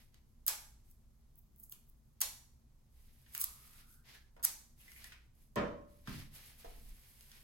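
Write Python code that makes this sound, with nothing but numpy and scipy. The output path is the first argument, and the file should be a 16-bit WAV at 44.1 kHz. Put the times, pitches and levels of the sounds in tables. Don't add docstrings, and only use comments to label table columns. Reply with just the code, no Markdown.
import sys
import numpy as np
from scipy import signal
from scipy.fft import rfft, irfft, next_fast_len
from scipy.io import wavfile

SR = 44100
rng = np.random.default_rng(int(sys.argv[2]) if len(sys.argv) > 2 else 0)


def put_to_file(sound):
    columns = np.atleast_2d(sound).T
    safe = np.clip(columns, -1, 1)
    whole_steps = np.round(safe * 32767)
    wavfile.write(sys.argv[1], SR, whole_steps.astype(np.int16))


N = 327698
TIME = np.arange(N) / SR
CUTOFF_HZ = 16300


def from_db(db):
    return 10 ** (np.asarray(db) / 20)


def unit_power(x):
    return x / np.sqrt(np.mean(x ** 2) + 1e-20)


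def in_time(rows):
    times, *columns = np.transpose(rows)
    return [np.interp(TIME, times, column) for column in columns]


def at_hz(points, hz):
    known_hz, values = np.transpose(points)
    return np.interp(np.log(np.maximum(hz, 1)), np.log(known_hz), values)


def add(out, start_s, sound):
    i = int(round(start_s * SR))
    out[i:i + len(sound)] += sound[:N - i]


def response(db_at, size=1024):
    hz = np.maximum(np.fft.rfftfreq(size, 1 / SR), 20)
    cepstrum = irfft(np.log(from_db(db_at(hz))))
    cepstrum[1:size // 2] *= 2
    cepstrum[size // 2 + 1:] = 0
    spectrum = np.exp(rfft(cepstrum))
    energy = np.mean(abs(spectrum) ** 2 * (hz < CUTOFF_HZ))
    return irfft(spectrum / np.sqrt(energy))


def shaped(noise, spectrum):
    size = next_fast_len(N)
    gain = from_db(at_hz(spectrum, np.fft.rfftfreq(size, 1 / SR)))
    return unit_power(irfft(rfft(noise, size) * gain, size)[..., :N])


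def flutter(per_s, depth_db, size=N):
    knots = rng.standard_normal(size // 8 + 2)
    wander = np.interp(np.arange(size) * per_s / SR, np.arange(len(knots)), knots)
    return unit_power(from_db(depth_db * wander))


def from_right(x, lag_samples=27):
    return np.array([np.pad(x, (lag_samples, 0))[:N], x])


# frequency in Hz, how alike left and right are (0 to 1).
STEREO_LIKENESS = [(30, .93), (130, 0.84), (300, .75), (600, 0), (1200, 0.22), (16000, 0)]
def diffuse(size):
    padded = next_fast_len(size)
    alike = at_hz(STEREO_LIKENESS, np.fft.rfftfreq(padded, 1 / SR))
    mid, side = rfft(rng.standard_normal((2, padded)))
    left_right = np.sqrt(1 + alike) * mid + np.sqrt(1 - alike) * side * [[1], [-1]]
    return irfft(left_right, padded)[:, :size] / np.sqrt(2)


# frequency in Hz, relative level in dB.
VENT_SPECTRUM = [(25, 4.5), (40, -14), (58, 1), (80, -14), (135, -10.5), (190, -23.5), (228, -13.5),
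                 (270, -26), (500, -33.5), (1100, -37.5), (2500, -52), (6500, -44), (10000, -50),
                 (15500, -49)]
def ventilation(level_db=-63):
    return from_db(level_db) * shaped(diffuse(N), [(8, -25.5)] + VENT_SPECTRUM)


def rubbing(db, spectrum, direct):
    grains = from_right(rng.standard_normal(N) * flutter(per_s=500, depth_db=4.2))
    return from_db(db) * flutter(per_s=45, depth_db=1.6) * shaped(direct * grains + diffuse(N), spectrum)


# frequency in Hz, relative level in dB.
SWISH_SPECTRUM = [(200, -17), (500, -6), (900, -5), (1400, -5), (2000, 1), (3200, -1.5), (5000, -3),
                  (8000, -14), (14000, -22.5)]
HISS_SPECTRUM = [(400, -6.5), (1500, -31.5), (4000, -6), (7000, -3), (10000, 3.5), (14000, 4.5),
                 (15800, -5)]
# start and length in seconds, relative swish and hiss levels in dB.
MOVEMENTS = [(-0.04, 0.04, -66.5, -70), (0.832, 0.046, -81.5, -74), (0.12, 0.03, -72.5, -89),
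             (2.912, 0.59, -77, -75), (3.31, 0.05, -60, -59), (3.27, 0.47, -69, -63.5),
             (3.723, 0.092, -64.5, -68), (3.848, 0.093, -79, -67.5), (4.035, 0.12, -58.5, -69.5),
             (4.759, 0.28, -68, -65), (4.956, 0.11, -61.5, -64.5), (5.066, 0.05, -60.5, -92),
             (5.331, 0.094, -80, -73.5), (5.86, 0.28, -78, -75.5), (6.05, 0.15, -54, -61),
             (6.305, 0.069, -58.5, -58.5), (6.372, 0.13, -61.5, -61), (6.555, 0.17, -65, -92),
             (6.538, 0.87, -69.5, -67), (7.303, 0.063, -62.5, -85)]
def clothes(attack_s=0.057, release_s=0.05, rest_swish_db=-88, rest_hiss_db=-87):
    power = from_db([[rest_swish_db], [rest_hiss_db]]) ** 2
    for start, length, swish_db, hiss_db in MOVEMENTS:
        rise = np.clip((TIME - start) / attack_s, 0, 1)
        fall = np.exp(-np.clip(TIME - start - length, 0, 1) / release_s)
        power = power + (from_db([[swish_db], [hiss_db]]) * rise * fall) ** 2
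    swish_db, hiss_db = 10 * np.log10(power)
    swish = rubbing(swish_db - 1, SWISH_SPECTRUM, direct=0.093)
    hiss = rubbing(hiss_db + 2, HISS_SPECTRUM, direct=0.83)
    return swish + hiss


def touches(rows, width_octaves, decay_s, gain_db=2):
    out, t = np.zeros(N), TIME[:8192]
    for start, db, centre_hz in rows:
        body = response(lambda hz: -20 * np.log10(1 + (np.log2(hz / centre_hz) / width_octaves) ** 2))
        burst = rng.standard_normal(len(t)) * np.exp(-t / decay_s)
        add(out, start, from_db(db + gain_db) * signal.fftconvolve(burst, body))
    return out


# start in seconds, relative level in dB, centre frequency in Hz.
PLASTIC_CLICKS = [(0.143, -59.5, 3380), (1.7226, -50.5, 3780), (3.3497, -40, 2070), (4.917, -54, 3000),
                  (5.042, -45.5, 4970), (5.5576, -42, 13000), (7.2085, -53.5, 5500), (7.316, -53, 3500)]
def clicks():
    return touches(PLASTIC_CLICKS, width_octaves=2, decay_s=0.0024)


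# frequency in Hz, relative level in dB.
FILM_SPECTRUM = [(150, -31.5), (400, -35.5), (800, -22.5), (1600, -20), (2800, -18), (4500, -11.5),
                 (7000, -5), (10000, -3), (13000, 1.5), (15500, 1)]
def film(tilt_db, low_cut_hz):
    def db_at(hz):
        tilt = tilt_db * np.log2(np.maximum(hz, 700))
        edge_loss = (1 + (low_cut_hz / hz) ** 4) * (1 + (hz / CUTOFF_HZ) ** 40)
        return at_hz(FILM_SPECTRUM, hz) + tilt - 10 * np.log10(edge_loss)
    return response(db_at)


def slips(length_s, change_db, slips_per_s=1200, rough_db=4):
    grains = rng.standard_normal(4096) * flutter(slips_per_s, rough_db, size=4096)
    run = grains[:int(length_s * SR)]
    return unit_power(run) * from_db(change_db * np.linspace(0, 1, len(run)))


# moment it gives and length of the pull in seconds, crackle level in dB, treble tilt in dB
# per octave, then levels of the first snap, last snap and shiver in dB. 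All levels are relative.
TAPE_RIPS = [(0.48, 0.015, -39.5, -2.5, -26, -18, -31), (2.2181, 0.013, -31.5, -2, -34, -29, -44.5),
             (3.3495, 0.025, -56, 0.5, -59, -34.5, -43.5), (3.415, 0.037, -41, 3, -30.5, -26, -46),
             (3.4417, 0.022, -46.5, -1, -30, -22, -65), (4.4499, 0.022, -34.5, -1, -40, -14.5, -54)]
NAIL_PICKS = [(0.914, 0.026, -70.5, 3, -67, -68, -78), (1.391, 0.035, -67, 27, -58.5, -57.5, -76),
              (1.599, 0.038, -69, 10.5, -59, -60, -57), (1.6374, 0.01, -57, 6.5, -57, -46.5, -58.5),
              (1.7234, 0.027, -59.5, 3.5, -45, -39, -54), (1.8987, 0.03, -72.5, 20, -70, -57, -79)]
def tape_strokes():
    rips = [(*row, 330, 3) for row in TAPE_RIPS]
    picks = [(*row, 4800, 7.5) for row in NAIL_PICKS]
    return rips + picks


def tape_crackle(swell_db=25.5, shiver_s=0.053, shiver_fall_db=39.5, gain_db=2):
    out = np.zeros(N)
    for gives_at, pull_s, crackle_db, tilt_db, _, _, shiver_db, low_cut_hz, _ in tape_strokes():
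        crackle = signal.fftconvolve(unit_power(slips(pull_s, swell_db)), film(tilt_db, low_cut_hz))
        shiver = signal.fftconvolve(slips(shiver_s, -shiver_fall_db), film(tilt_db - 1, low_cut_hz))
        add(out, gives_at - pull_s, from_db(crackle_db) * crackle)
        add(out, gives_at, from_db(shiver_db) * shiver)
    return from_db(gain_db) * out


def snap_times(catches=2, catch_boost_db=0.5):
    for gives_at, pull_s, crackle_db, _, first_db, last_db, _, _, tilt_db in tape_strokes():
        yield gives_at - pull_s, first_db, tilt_db
        yield gives_at, last_db, tilt_db
        for share in rng.uniform(0, 0.6, size=catches):
            yield gives_at - share * pull_s, crackle_db + catch_boost_db, tilt_db


def tape_snaps(decay_s=0.001, shiver_gain=0.37, low_cut_hz=700):
    out, t = np.zeros(N), TIME[:256]
    for start, db, tilt_db in snap_times():
        shiver = shiver_gain * rng.standard_normal(len(t)) * np.exp(-t / decay_s) * (t > 0)
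        snap = signal.fftconvolve(signal.unit_impulse(len(t)) + shiver, film(tilt_db, low_cut_hz))
        snap *= np.sqrt(SR / 1000) / np.linalg.norm(snap)
        add(out, start, from_db(db) * snap)
    return out


# start in seconds, relative level in dB, centre frequency in Hz.
DULL_TAPS = [(3.262, -65, 2070), (4.365, -58.5, 590), (4.395, -61.5, 750), (4.442, -48.5, 990),
             (5.121, -54.5, 2160), (6.074, -46.5, 1360), (6.645, -51, 573)]
def taps():
    return touches(DULL_TAPS, width_octaves=0.79, decay_s=0.01)


# time in seconds, pitch in Hz, relative level in dB.
STRIP_HUM = [(3.34, 1197, -71), (3.43, 1126, -65), (3.52, 1166, -76), (3.97, 1440, -81),
             (4.03, 1450, -85.5)]
def peel(width_hz=240, gain_db=-4):
    hz, db = in_time(STRIP_HUM)
    pulling = (TIME > STRIP_HUM[0][0]) & (TIME < STRIP_HUM[-1][0])
    low_pass = signal.butter(2, width_hz / 2, fs=SR, output="sos")
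    shake = signal.sosfilt(low_pass, rng.standard_normal((2, N)))
    phase = 2 * np.pi * np.cumsum(hz) / SR
    hum = shake[0] * np.cos(phase) - shake[1] * np.sin(phase)
    return pulling * from_db(db + gain_db) * unit_power(hum)


# start in seconds, relative level in dB, pitch in Hz.
FINGER_SQUEAKS = [(4.150, -65, 1670), (4.798, -64.5, 2680), (4.879, -61, 2100), (4.961, -57.5, 2180),
                  (5.042, -55, 1910)]
def squeaks():
    return touches(FINGER_SQUEAKS, width_octaves=0.14, decay_s=0.014)


def softened(x, contact_hz):
    return signal.sosfilt(signal.butter(4, contact_hz, fs=SR, output="sos"), x)


# start in seconds, relative level in dB,
# treble cut-off in Hz, first gap of its judder in seconds, loss per contact in dB.
DISPENSER_KNOCKS = [(5.5596, -1.5, 4600, 0.010, 2.45), (6.070, -2.5, 227, 0.018, 3),
                    (6.147, -9.5, 208, 0.01, 13)]
# pitch in Hz, relative level in dB, seconds to fade by 60 dB.
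TABLE_NOTES = [(56.6, -6, 0.45), (131.3, 2, 0.31), (153, -3, 0.22), (207.4, -3.5, 0.69),
               (238.4, -3.5, 0.74), (292.3, 1.5, 0.21), (359, 1, 0.39), (407.8, 7.5, 0.24), (506, -13, 0.2),
               (583, 2, 0.8), (640, 1, 0.6), (914, -17, 0.59), (1073, -3.5, 0.72), (1195, -1.5, 0.6),
               (1320, -19, 0.29), (2170, -11, 0.14), (2190, -13, 0.076)]
def table_ring(gain_db=-40, build_s=0.01):
    force, t = np.zeros(N), TIME[:SR]
    for start, db, contact_hz, _, _ in DISPENSER_KNOCKS:
        add(force, start, from_db(db) * softened(signal.unit_impulse(2048), contact_hz))
    notes = sum((-1) ** k * from_db(db - 60 * t / fade_s) * np.sin(2 * np.pi * hz * t)
                for k, (hz, db, fade_s) in enumerate(TABLE_NOTES))
    build = 1 - np.exp(-t / build_s)
    return from_db(gain_db) * signal.fftconvolve(force, notes * build)[:N]


def judder(contacts=5, gap_growth=1.2, softening=0.81):
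    for start, db, contact_hz, gap_s, loss_db in DISPENSER_KNOCKS:
        for k in range(contacts):
            yield start, db - k * loss_db, contact_hz * softening ** k
            start += gap_s * gap_growth ** k


# frequency in Hz, relative level in dB.
THUD_SPECTRUM = [(25, -14), (50, -14), (120, -18.5), (200, -11.5), (300, -7), (400, -10), (600, -6),
                 (780, -18.5), (1150, -12), (1700, -22), (3200, -29.5), (5500, -26.5), (9000, -15.5),
                 (15000, -59)]
def table_thud(gain_db=-12, decay_s=0.0071):
    out, t = np.zeros(N), TIME[:4096]
    body = response(lambda hz: at_hz(THUD_SPECTRUM, hz), size=len(t))
    for start, db, contact_hz in judder():
        burst = signal.fftconvolve(rng.standard_normal(len(t)) * np.exp(-t / decay_s), body)
        add(out, start, from_db(db + gain_db) * softened(burst / np.linalg.norm(burst), contact_hz))
    return out


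# time in seconds, level in dB.
RUMBLE_LEVELS = [(6.55, -91), (6.68, -53.5), (6.92, -53), (7.1, -91)]
# frequency in Hz, relative level in dB.
RUMBLE_SPECTRUM = [(18, -7), (27, -1), (50, -6.5), (80, -22.5), (140, -28.5), (300, -33), (1000, -99)]
def crouch():
    return from_db(in_time(RUMBLE_LEVELS)[0]) * shaped(diffuse(N), RUMBLE_SPECTRUM)


# frequency in Hz, seconds to fade by 60 dB.
ECHO_TIMES = [(100, 0.94), (400, 0.59), (1000, 0.54), (2500, 0.45), (6000, 0.52), (10000, 0.45),
              (15000, 0.43)]
# frequency in Hz, gain of the echo in that band in dB.
ECHO_LEVELS = [(100, 7.5), (500, 7.5), (1200, 5.5), (3000, 6), (6500, 0), (10000, -0.5), (15000, -12.5)]
def classroom(x, first_echo_s=0.00046, build_s=0.0013, early_db=4, early_s=0.06):
    t = TIME[:int(0.8 * SR)]
    hz = np.fft.rfftfreq(len(t), 1 / SR)
    noise, tail = rfft(diffuse(len(t))), 0
    centres = np.geomspace(100, 16000, 12)
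    build = 1 - np.exp(-np.maximum(t - first_echo_s, 0) / build_s)
    early_boost = from_db(early_db * np.exp(-t / early_s))
    for centre, share in zip(centres, np.eye(len(centres))):
        band = irfft(noise * at_hz(np.c_[centres, share], hz), len(t))
        fade = build * early_boost * from_db(-60 * t / at_hz(ECHO_TIMES, centre))
        tail = tail + band * fade / np.linalg.norm(fade) * from_db(at_hz(ECHO_LEVELS, centre))
    return signal.fftconvolve(x[None], tail, axes=1)[:, :N]


def tape_echoes(walls=3, snap_db=-18):
    echoes = sum(classroom(tape_crackle() + from_db(snap_db) * tape_snaps()) for _ in range(walls))
    return echoes / np.sqrt(walls)


def scene():
    ring, thud = table_ring(), table_thud()
    strip = peel()
    handling = clicks() + taps() + squeaks()
    close = from_right(tape_crackle() + tape_snaps() + strip + handling)
    table = from_right(ring + thud, lag_samples=14)
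    into_room = strip + from_db(-6) * handling + from_db(7.5) * thud + from_db(-17.5) * ring
    echoes = tape_echoes() + classroom(into_room)
    return close + table + echoes + clothes() + crouch() + ventilation()


def shared_treble(dry, above_hz=9300, crossover_hz=700, lag_samples=29):
    left, right = dry
    size = next_fast_len(N)
    hz = np.fft.rfftfreq(size, 1 / SR)
    share = np.clip(0.5 + (hz - above_hz) / crossover_hz, 0, 0.9)
    inverted = -from_right(right, lag_samples)[0]
    swap = irfft(rfft(inverted - left, size) * share, size)[:N]
    return np.array([left + swap, right])


def record(dry):
    balance = from_db([[-0.3], [0.3]])
    low_pass = signal.ellip(10, 0.3, 80, CUTOFF_HZ, fs=SR, output="sos")
    return signal.sosfilt(low_pass, shared_treble(dry) * balance)


dry = scene()
out = record(dry)
put_to_file(out)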